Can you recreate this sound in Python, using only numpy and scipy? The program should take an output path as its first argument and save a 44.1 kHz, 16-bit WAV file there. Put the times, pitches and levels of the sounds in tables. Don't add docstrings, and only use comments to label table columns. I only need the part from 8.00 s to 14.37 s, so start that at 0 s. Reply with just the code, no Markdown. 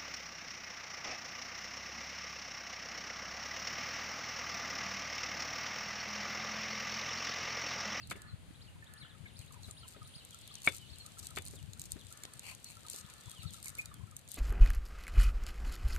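import sys
import numpy as np
from scipy import signal
from scipy.fft import rfft, irfft, next_fast_len
from scipy.io import wavfile
from scipy.ndimage import uniform_filter1d, map_coordinates

SR = 44100
rng = np.random.default_rng(int(sys.argv[2]) if len(sys.argv) > 2 else 0)


def store_pcm(level_fs):
    pcm = np.round(np.clip(level_fs, -1, 1) * 32767).astype(np.int16)
    wavfile.write(sys.argv[1], SR, np.atleast_2d(pcm).T)


def voltage_ratio(level):
    return 10 ** (np.asarray(level, float) / 20)


N = 280917

# (t/s, peak level/dB, brightness/dB per octave, left-right/dB)
TICKS = [(0.0727, -42, 0.1, 2), (0.1014, -38, -9, -8), (0.1093, -34.5, -5, 5), (0.2186, -38.5, -2.5, 3),
         (0.843, -50, 0.1, 3.0), (0.9372, -39, 3, 2), (1.3907, -38.5, 2.5, 3), (1.5226, -42, 10, 1),
         (1.632, -42, -4, -3), (1.71, -34, -1, 4), (1.8804, -37.5, -1.5, -1), (1.886, -36, 2, 6),
         (2.0787, -47, 0.1, 5.0), (2.2495, -37, 7, 3.5), (2.3077, -41, 1, 4), (2.3451, -37, 1, 5.0),
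         (2.388, -43, 0.1, -4), (2.4129, -45, -5, 2.5), (2.4763, -37, -3, 4), (2.541, -38, -3, -1),
         (2.5532, -31.5, -4, 5), (2.6184, -38, 0.1, 3.5), (2.6322, -36.5, 3, 4), (2.648, -30.5, 0.5, -3),
         (2.656, -31.5, 0.5, 3.0), (2.6653, -25, 2, -2), (2.7474, -34, 1, 3.0), (2.7651, -33, 7, 0),
         (2.782, -37, 1, 2), (2.9844, -36, 2, 0.5), (3.0626, -34.5, -4, 2.5), (3.1842, -39, 0.1, -1.0),
         (3.1916, -31, 1, 4.0), (3.228, -42, -7, 2), (3.2551, -44, -7, -9), (3.2689, -26.5, 2, 0),
         (3.307, -39.5, 0.1, 5), (3.3606, -31, -3, -1), (3.3684, -33, -4, 0.5), (3.4211, -36, 3, 3),
         (3.4523, -33.5, 3, 0), (3.4635, -34, 0.1, -3), (3.4823, -33.5, 1, -5), (3.5104, -40, -1, 1),
         (3.5563, -39.5, 3, 2), (3.7336, -34, -3, 1.0), (3.7953, -30, 5, -1.5), (3.8162, -27, 0.1, 0.5),
         (3.919, -22.5, 3.5, 2), (4.0677, -41, -3, 7), (4.125, -35, 2, -5), (4.1737, -38, 1, 1.0),
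         (4.2353, -30.5, 1, 4.0), (4.2517, -32.5, -10, 0), (4.336, -36.5, -1.5, 1), (4.3939, -28.5, -1, 0),
         (4.549, -36, 0.1, 4), (4.6435, -30.5, 5.5, 3.5), (4.7077, -39, 4, 2), (4.8653, -37, -3, 3.5),
         (4.8838, -34, -5, 2), (4.899, -27, 4, 2.5), (4.9284, -43, 4, 3.0), (4.9448, -35, 3, 2.5),
         (4.9612, -33, 3, -4), (4.9851, -38, 8, 1.0), (5.0993, -40, 0.1, 6), (5.1374, -39.5, 0.1, 2),
         (5.258, -41, 0.1, 1), (5.296, -38, 0.1, 3), (5.3143, -33.5, 0.1, 4), (5.4306, -37, 4, 2.0),
         (5.5064, -41, 6, 5), (5.5357, -35, -3, -1), (5.5422, -36.5, -4, 7), (5.6276, -33.5, 2, 2),
         (5.6444, -35, 5, 6), (5.658, -28, 3, -3), (5.682, -29, 5, -2), (5.6927, -34, 8, 7),
         (5.7014, -36.5, 2, 2), (5.7517, -34.5, -3, -1), (5.785, -33, 8, -2), (5.8124, -39, 2, 2),
         (5.857, -31, 1, -1), (5.941, -37, 3, 2), (6.1115, -41.5, 3, 1.0), (6.1661, -27.5, 3.5, -2),
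         (6.1917, -42, -1, 1.0), (6.277, -42, -2, -2.5), (6.2872, -37, 6, 3), (6.3165, -30.5, 3, 11),
         (6.342, -29.5, 7, 1.0), (6.3614, -39, 5, -3)]
# (t/s, length/s, level/dB, scrape on the boards against the mesh/dB)
SHAKES = [(0.095, 0.034, -51.5, -9), (0.156, 0.027, -62, -17), (1.357, 0.13, -65, -5),
          (1.524, 0.031, -59.5, -12), (1.607, 0.12, -62, -29), (1.86, 0.094, -59.5, -18),
          (2.3, 0.14, -68, -15), (2.638, 0.067, -45.5, -5), (2.698, 0.095, -53, -11),
          (3.184, 0.019, -52.5, -26), (3.218, 0.054, -52, -14), (3.366, 0.026, -46.5, 0.5),
          (3.452, 0.034, -53, -15), (3.486, 0.097, -61.5, -25), (3.773, 0.11, -58.5, -17),
          (3.901, 0.038, -54.5, -30), (4.075, 0.07, -59.5, -24), (4.419, .13, -53.5, 1),
          (4.625, 0.15, -61, -5), (4.888, 0.13, -49, -18.5), (5.082, 0.064, -68, 1.5),
          (5.264, 0.095, -61.5, -13), (5.412, 0.039, -59, -1), (5.516, 0.075, -59.5, -14),
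          (5.624, 0.09, -53, -16), (5.765, 0.072, -57, -16), (6.171, 0.036, -64, -27),
          (6.285, .085, -54.5, -31)]
# (t/s, level/dB)
STEADY_CRACKLE = [(0.0, -70), (0.3, -89), (1.3, -73), (2.3, -61), (3.19, -57.5), (3.6, -62), (5.0, -59),
                  (5.75, -57.5), (5.95, -65.5), (6.37, -69.5)]
# (f/Hz, relative level/dB)
MESH_COLOUR = [(1760, -62), (3000, -8), (3210, -20), (3820, -3.5), (4700, -3.5), (5140, -6), (8800, 0.5),
               (9490, -6), (14600, -10), (15700, -47)]
# (t/s, level/dB, then against the planks: hull/dB, slat/dB, clack/dB)
KNOCKS = [(0.113, -23.5, -12.5, -12.5, -21.5), (0.154, -39.5, -2.5, -12, -28), (1.683, -46.5, 0, -19, -11),
          (1.962, -45, -0.5, -29, -16), (2.673, -12, -14.5, -0.4, -16), (3.372, -24.5, -10, -14.5, -16),
          (3.534, -49.5, 4, -24, -21), (3.965, -46, -0.5, -23, -15), (4.234, -49.5, -8, -1, -6),
          (4.939, -54, 5.5, -14, 2), (5.776, -52.5, 3, -1, -3)]
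# (f/Hz, level/dB, time to fade by 60 dB/s)
BOAT_MODES = [
    [(177, -9.5, 0.055), (273, -12, .06), (396, -3, 0.04), (541, -19, 0.065)],
    [(705, 16, 0.0096), (820, -1, 0.0079), (1020, 11.5, 0.013), (1252, 14.5, 0.013), (1630, -3, 0.004),
     (1610, -20, 0.014)],
    [(2120, -16, 0.07), (2240, 13, 0.03), (2236, -10, 0.059)],
    [(3020, 8, 0.01), (3490, -2, 0.11), (3790, -4.5, 0.071), (4840, -10.5, 0.044)],
]
# (f/Hz, time to fade by 60 dB/s)
BANK = [(300, 0.07), (2500, 0.15), (9000, 0.045)]
# (t/s, level/dB, f/Hz)
PIPS = [(0.824, -49, 1800), (1.0196, -52, 2110), (1.0475, -51, 1330), (1.255, -53, 1720),
        (1.2585, -47.5, 2310), (1.507, -54, 1284), (1.5409, -55, 1020), (1.5624, -56, 1020),
        (1.591, -62, 890), (1.6965, -57, 1290), (1.8303, -54, 1335), (1.8517, -57.5, 1030),
        (1.946, -55, 1310), (2.017, -49.5, 1275), (2.0595, -60, 1310), (2.3425, -54, 1306),
        (2.51, -55.5, 1234), (3.052, -56, 1310), (3.0759, -58, 1310), (3.171, -55.5, 1320),
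        (4.112, -54, 1320), (4.5203, -55, 1057), (4.7681, -52, 1330), (4.8484, -51.5, 1300),
        (4.8696, -57, 965), (5.2793, -57.5, 1020), (5.3337, -56, 1300), (5.432, -55, 1350),
        (5.45, -53, 1290), (5.5428, -54, 1295), (5.664, -43, 2390), (5.7844, -40, 2250),
        (5.7892, -32.5, 2440), (5.915, -50, 1266), (6.0078, -58.5, 1000), (6.121, -56.5, 1295)]
# (low f/Hz, high f/Hz)
FROG_HZ = (1020, 1300)
# (t after its start/s, length/s, from f/Hz, to f/Hz, level against the song/dB)
PHRASE = [(0, .034, 2470, 5520, 2.5), (0.039, 0.035, 4700, 3520, -3.5), (0.064, .034, 3400, 2500, -0.5)]
# (t/s, level/dB)
SONGS = [(.6, -63), (.96, -61), (1.345, -59.5), (1.762, -57), (2.132, -57.5), (2.495, -59.5),
         (2.882, -58.5)]
# (t/s, from f/Hz, level/dB)
SLIDES = [(0.014, 4980, -57), (1.005, 4350, -54.5), (1.038, 3840, -59.5), (1.092, 4150, -59),
          (1.274, 3930, -61.5), (1.625, 4740, -57.5), (2.31, 3790, -60.5), (2.384, 3750, -64),
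          (2.428, 4480, -59), (2.47, 3800, -59), (3.563, 3900, -58.5), (3.643, 3650, -66.5),
          (3.987, 4210, -56.5), (4.056, 4150, -65), (5.398, 4560, -56), (5.466, 4540, -54.5)]
# (t/s, length/s, from f/Hz, to f/Hz, level/dB)
WHISTLES = [(0, 0.034, 2630, 2760, -59), (0.27, 0.047, 4450, 3940, -60), (2.545, 0.0605, 3264, 2910, -63),
            (2.79, 0.065, 3240, 2795, -58), (2.994, 0.032, 4420, 4120, -59),
            (4.651, 0.046, 4340, 4155, -60.5), (5.219, 0.13, 3570, 3250, -61.5),
            (5.255, .12, 3740, 3600, -62.5), (5.355, .058, 3330, 2610, -54.5),
            (5.844, .15, 4000, 3070, -66.5)]
# (length/s, from f/Hz, to f/Hz)
PICKUP = (0.02, 2950, 4300)
# (t/s, level/dB)
PICKUPS = [(0.542, -62), (.86, -61), (1.262, -59), (1.469, -61), (2.043, -60.5), (5.044, -61)]
# (delay/s, level/dB)
TREE_ECHOES = [(.023, -12), (.041, -14)]
# (f/Hz, level/dB)
THICKET = [(2300, -12), (3000, 0.5), (3600, -2.5), (4300, 5), (4900, 1), (5500, -4)]
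# (t/s, level/dB)
CHORUS = [(0.0, -68), (0.62, -79), (2.29, -64.5), (2.57, -60.5), (3.64, -71.5), (5.59, -63.5), (6.0, -108),
          (6.37, -56.5)]
# (f/Hz, relative level/dB)
CHORUS_COLOUR = [(1900, -14.5), (2700, -3.0), (3500, 1), (4500, -2.5), (5100, -14.5), (6000, -89)]
# (t/s, length/s, level/dB, upper band against the low one/dB)
CAWS = [(0.122, 0.24, -68.5, 9.5), (0.862, 0.29, -72, 12.5), (4.113, 0.29, -70.5, 5.5),
        (4.931, 0.41, -69, 4), (5.629, .38, -69, 4)]
# (f/Hz, width/Hz, level/dB)
BEAK = [(1300, 350, 1), (1720, 190, -8.5), (1486, 380, -10.5)]
# (t/s, length/s, level/dB)
TRILLS = [(0.96, 0.075, -67.5), (1.318, 0.12, -67), (1.674, 0.14, -64), (2.017, 0.18, -64)]
# (t/s, level/dB, left-right/dB)
WIND = [(0.0, -51.5, 0.5), (0.41, -54, 4), (0.71, -57.5, 1.5), (1.17, -52.5, 19.5), (1.83, -56.5, -1),
        (2.61, -60, 3), (2.66, -53, 18), (3.09, -57, 22), (3.48, -52, -6.5), (3.76, -50.5, 26),
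        (3.81, -51.5, 6.5), (4.33, -60, 30), (4.59, -59, 5), (5.38, -59.5, 19), (5.46, -44.5, 37.0),
        (5.55, -57, 20), (6.0, -52.5, 15), (6.37, -60.5, 10)]
# (t/s, level/dB, f/Hz, left-right/dB)
PUFFS = [(0.101, -45, 177, 8), (0.328, -38, 94, 6), (0.339, -37.5, 112, 13), (0.482, -49, 89, 2),
         (0.509, -46, 202, -12.5), (0.752, -43.5, 96.5, 0.5), (1.205, -46, 108, 25.5),
         (1.394, -43.5, 86.6, 16), (1.677, -42.5, 71, 9), (1.68, -45.5, 171, 9), (2.016, -42.5, 106, 9),
         (2.164, -48.5, 134, -18), (2.914, -48.5, 88.6, 18), (3.368, -49, 193, -3), (3.636, -50, 93, 29),
         (3.685, -47.5, 113, 17), (3.931, -44, 79, 19), (3.962, -46.5, 219, 22.5), (4.361, -59, 109, 32),
         (5.045, -51, 126, 27), (5.274, -51.5, 95, 30), (5.391, -53, 110, 31), (5.457, -45.5, 113, 39),
         (5.887, -52.5, 93.5, 24), (6.035, -47, 98, 28)]
# (f/Hz, relative level/dB)
BUFFET_COLOUR = [(12, -65), (20, -34), (51, -4), (92, 1.5), (144, -4.5), (214, -15), (347, -23.5),
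                 (420, -32), (550, -70), (920, -120)]
# (f/Hz, relative level/dB)
RIVER_COLOUR = [(120, -8.5), (200, -2.5), (365, -13), (489, -9.5), (1050, -15), (1260, -14.5),
                (2520, -14.5), (2970, -15.5), (4430, -19), (5620, -28), (6500, -22.5), (10300, -20),
                (11200, -37.5), (13500, -23.5), (15600, -110)]

LOW_RING_DB, LOW_RING_SPREAD_DB = -0.5, 1
NET_LEFT_DB = 5
SNAPS_PER_S, SNAP_OVER_SHAKE_DB, SNAP_SPREAD_DB = 30, 9, 4
STRIKE_S = 0.0011
FAINT_PIPS_PER_S, FAINTEST_PIP_DB = 3, -63
SLIDE_S, SLIDE_FALL = 0.04, 0.7
WARBLE = 0.012
WIND_VEERS_DB = 4
TOP_HZ = 14400


def unit(x):
    return x / np.sqrt(np.mean(x ** 2, axis=-1, keepdims=True) + 1e-20)


def along(points, hz):
    f, v = np.transpose(points)
    return np.interp(np.log(hz + 1), np.log(f + 1), v)


def curves(rows):
    s, *cols = np.transpose(rows)
    return [np.interp(np.arange(N) / SR, s, c) for c in cols]


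def wobble(rate):
    knots = rng.standard_normal((2, int(N * rate / SR) + 4))
    return np.array([map_coordinates(k, [np.arange(N) * rate / SR]) for k in knots])


def filtered(x, response):
    m = next_fast_len(N + 8192)
    hz = np.fft.rfftfreq(m, 1 / SR)
    return irfft(rfft(x, m) * response(hz), m)[..., :N]


def coloured(x, spectrum):
    return unit(filtered(x, lambda hz: voltage_ratio(along(spectrum, hz))))


def peak(hz, centre_hz, width_hz):
    return 1j * hz * width_hz / (centre_hz ** 2 - hz ** 2 + 1j * hz * width_hz)


def add(out, s, sound, pan_db=0, lag_count=0):
    sound = np.broadcast_to(sound, (2, np.shape(sound)[-1])) * voltage_ratio([[pan_db / 2], [-pan_db / 2]])
    for ear, late in enumerate((lag_count, 0)):
        part = out[ear, max(round(s * SR), 0) + late:][:sound.shape[1]]
        part += sound[ear, :len(part)]


def space(x, wet_db):
    hz, t, z = signal.stft(rng.standard_normal((2, SR // 3)), SR, nperseg=256)
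    fade = voltage_ratio(-60 * t / along(BANK, hz)[:, None])
    tail = signal.istft(z * fade, SR, nperseg=256)[1]
    tail = np.pad(tail / np.linalg.norm(tail[0]), ((0, 0), (120, 0)))
    return x + voltage_ratio(wet_db) * signal.fftconvolve(x, tail, axes=1)[:, :N]


def crackle(rate, spread_db, hiss):
    draws = rng.random((N, 2))
    sizes = (draws[:, 0] < rate / SR) * voltage_ratio(-spread_db * np.log(draws[:, 1] + 0.02))
    grains = np.convolve(sizes, np.hanning(130))[:N]
    return unit(np.sqrt(hiss + unit(grains) ** 2) * rng.standard_normal((2, N)))


def net():
    out, t = np.zeros((2, N)), np.arange(600) / SR
    f = np.fft.rfftfreq(len(t), 1 / SR)
    small = []
    for s, length, db, _ in SHAKES:
        for u, v, chance in rng.random((12, 3)):
            if chance < SNAPS_PER_S * length / 12:
                snap_db = db + SNAP_OVER_SHAKE_DB + SNAP_SPREAD_DB * (2 * v - 1)
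                small.append((s + length * u, snap_db, 0, NET_LEFT_DB))
    for s, db, tilt_db, pan in list(TICKS) + small:
        noise = rng.standard_normal(len(t)) + 0.9 * rng.standard_normal((2, len(t)))
        burst = noise * (t / 0.0007) ** 2 * np.exp(-t / 0.0006)
        bend, low = rng.standard_normal(2)
        lower = voltage_ratio(LOW_RING_DB + LOW_RING_SPREAD_DB * low) * peak(f, 4290, 1470) ** 2
        upper = peak(f, 7900 * np.exp(0.12 * bend), 2400)
        colour = voltage_ratio(along(MESH_COLOUR, f)) * (f > 5200) + upper + lower
        tilt = voltage_ratio(tilt_db * np.log2((f + 1) / 8000))
        tick = irfft(rfft(burst) * colour * tilt, len(t))
        add(out, s - 0.0006, voltage_ratio(db) * tick / np.abs(tick).max(), pan, lag_count=19)

    swarm = crackle(rate=300, spread_db=3, hiss=0.6)
    mesh = coloured(swarm, MESH_COLOUR)
    scrape = unit(filtered(swarm, lambda f: peak(f, 2440, 820) ** 2 + 0.39 * peak(f, 4400, 750) ** 2
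                           + 0.36 * peak(f, 930, 920) ** 2))
    for s, length, db, scrape_db in SHAKES:
        u = np.linspace(0, 1, round(length * SR))
        shape = np.minimum(1, 4 * u) * np.minimum(1, 4.7 * (1 - u))
        rustle = (mesh + voltage_ratio(scrape_db) * scrape)[:, round(s * SR):][:, :len(u)]
        add(out, s, voltage_ratio(db) * shape * rustle, NET_LEFT_DB)

    sparse = crackle(rate=45, spread_db=3, hiss=1.2)
    port_db = [[-3], [-6]]
    steady = voltage_ratio(curves(STEADY_CRACKLE)[0] + port_db) * coloured(sparse, MESH_COLOUR)
    return space(out, wet_db=-15) + steady


def ring(modes, t):
    x = 0
    for hz, db, t60 in modes:
        x = x + voltage_ratio(db + rng.normal(0, 0.3) - 60 * t / t60) * np.sin(2 * np.pi * hz * t)
    return x / np.abs(x).max()


def knocks():
    out, t = np.zeros((2, N)), np.arange(SR // 6) / SR
    boards = signal.butter(4, [500, 2700], "bandpass", fs=SR, output="sos")
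    hollow = signal.butter(2, [130, 620], "bandpass", fs=SR, output="sos")
    for s, db, hull_db, slat_db, clack_db in KNOCKS:
        levels = (hull_db, 0, slat_db, clack_db)
        sides = (10.8, 3.8, 6.8, 24.7)
        body = 0
        for modes, level, side in zip(BOAT_MODES, levels, sides):
            body = body + voltage_ratio(level + np.array([[side], [-side]]) / 2) * ring(modes, t)
        noise = rng.standard_normal(len(t)) + 1.05 * rng.standard_normal((2, len(t)))
        body = body + 0.46 * signal.sosfilt(boards, noise) * voltage_ratio(-60 * t / 0.06)
        hollow_level = voltage_ratio(hull_db + np.array([[7], [0.1]]))
        body = body + hollow_level * signal.sosfilt(hollow, noise) * voltage_ratio(-60 * t / 0.11)
        body = body + 0.55 * np.sin(2 * np.pi * 1400 * t) * voltage_ratio(-60 * t / 0.0075)
        chosen = rng.random(900) < 0.05
        bounces = 0.18 * rng.standard_normal((2, 900)) * voltage_ratio(-60 * t[:900] / 0.017) * chosen
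        bounces[:, 0] = 1
        onset = 1 - np.exp(-t / 0.00059)
        blow = signal.fftconvolve(body * onset, bounces, axes=1)
        add(out, s + STRIKE_S, voltage_ratio(db) * blow)
    return space(out, wet_db=-23.0)


def pips():
    out, t = np.zeros((2, N)), np.arange(SR // 20) / SR
    shape = (t / 0.004) * np.exp(1 - t / 0.004)
    faint = []
    for u, v, w in rng.random((FAINT_PIPS_PER_S * N // SR, 3)):
        faint.append((u * N / SR, FAINTEST_PIP_DB + 6 * v, FROG_HZ[int(w > 0.3)]))
    for s, db, hz in list(PIPS) + faint:
        bend = 1 + rng.normal(0, 3.5) * t
        add(out, s - 0.001, voltage_ratio(db) * shape * np.sin(2 * np.pi * hz * t * bend), lag_count=9)
    return space(out, wet_db=-13)


def birds():
    out = np.zeros((2, N))
    notes = []
    for s, db in SONGS:
        for late, length, from_hz, to_hz, note_db in PHRASE:
            notes.append((s + late, length, from_hz, to_hz, db + note_db))
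    notes += [(s, SLIDE_S, hz, SLIDE_FALL * hz, db) for s, hz, db in SLIDES]
    notes += list(WHISTLES)
    notes += [(s, *PICKUP, db) for s, db in PICKUPS]
    for s, length, from_hz, to_hz, db in notes:
        u = np.linspace(0, 1, round(length * SR))
        flutter = voltage_ratio(3.5 * np.interp(u, np.linspace(0, 1, 9), rng.standard_normal(9)))
        tremble = np.interp(u, np.linspace(0, 1, 12), rng.standard_normal(12))
        pitch = (from_hz + (to_hz - from_hz) * u) * (1 + WARBLE * tremble)
        phase = 2 * np.pi * np.cumsum(pitch) / SR
        add(out, s, voltage_ratio(db) * flutter * np.sin(np.pi * u) ** 0.5 * np.sin(phase), 3, lag_count=14)
    echoes = 0
    for late, db in TREE_ECHOES:
        delayed = np.pad(out, ((0, 0), (round(late * SR), 0)))
        echoes = echoes + voltage_ratio(db) * delayed[::-1, :N]
    songs = filtered(out + echoes, lambda hz: voltage_ratio(along(THICKET, hz)))
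    near = space(songs, wet_db=-8)

    hz, _, z = signal.stft(rng.standard_normal((2, N)), SR, nperseg=512)
    patches = uniform_filter1d(rng.standard_normal(z.shape), 4, 1)
    patches = uniform_filter1d(patches, 5, 2)
    band = voltage_ratio(along(CHORUS_COLOUR, hz))[:, None]
    flicker = voltage_ratio(3 * patches / patches.std())
    chorus = signal.istft(z * band * flicker, SR, nperseg=512)[1][:, :N]
    return near + voltage_ratio(curves(CHORUS)[0]) * unit(chorus)


def crow():
    out = np.zeros((2, N))
    rate_hz = 430 * (1 + 0.05 * wobble(90)[0])
    beats = np.diff(np.floor(np.cumsum(rate_hz) / SR), prepend=0)
    source = unit(beats) + 2.4 * rng.standard_normal((2, N))
    bands = []
    for hz, width, db in BEAK:
        bands.append(voltage_ratio(db) * unit(filtered(source, lambda f: peak(f, hz, width) ** 2)))
    low, high, between = bands
    for s, length, db, upper_db in CAWS:
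        part = slice(round(s * SR), round((s + length) * SR))
        u = np.linspace(0, 1, part.stop - part.start)
        shape = np.sin(np.pi * u ** 0.5) ** 0.34
        add(out, s, voltage_ratio(db) * shape * (low + voltage_ratio(upper_db) * (high + between))[:, part])
    return space(out, wet_db=-4.0)


def cricket():
    out = np.zeros((2, N))
    note = unit(filtered(rng.standard_normal((2, N)), lambda f: peak(f, 9180, 160) ** 2))
    for s, length, db in TRILLS:
        u = np.linspace(0, 1, round(length * SR))
        shape = u ** 0.2 * np.minimum(1, 15 * (1 - u))
        add(out, s, voltage_ratio(db) * shape * note[:, round(s * SR):][:, :len(u)], 4)
    return out


def wind():
    level_db, side_db = curves(WIND)
    pan_db = side_db + WIND_VEERS_DB * wobble(2.4)[0]
    lumps = voltage_ratio(2.25 * wobble(25)) * rng.standard_normal((2, N))
    share = np.array([voltage_ratio(pan_db / 2), voltage_ratio(-pan_db / 2)])
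    share = share / np.sqrt(np.mean(share ** 2, axis=0))
    out = voltage_ratio(level_db) * share * coloured(lumps, BUFFET_COLOUR)
    for s, db, hz, pan in PUFFS:
        u = np.arange(round(1.8 * SR / hz)) * hz / SR
        start_phase = rng.uniform(0, 2 * np.pi, (2, 1))
        push = np.sin(np.pi * u / u[-1]) ** 2 * np.sin(2 * np.pi * u + start_phase)
        add(out, s - 0.004, voltage_ratio(db) * push, pan)
    return out


def river():
    hush = rng.standard_normal((2, N)) + 0.41 * rng.standard_normal(N)
    level_db = np.array([[-62], [-64]]) + 1.5 * wobble(6.4)
    return voltage_ratio(level_db) * coloured(hush, RIVER_COLOUR)


def scene():
    return net() + knocks() + pips() + birds() + crow() + cricket() + wind() + river()


def roll_off(x):
    return signal.sosfilt(signal.butter(12, 15740, fs=SR, output="sos"), x)


def record(dry):
    def microphone(hz):
        bass_cut = (hz / 48) ** 3 / (1 + (hz / 48) ** 3)
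        return bass_cut / (1 + (hz / TOP_HZ) ** 30)
    heard = filtered(dry, microphone)
    return roll_off(heard)


dry = scene()
out = record(dry)
store_pcm(out)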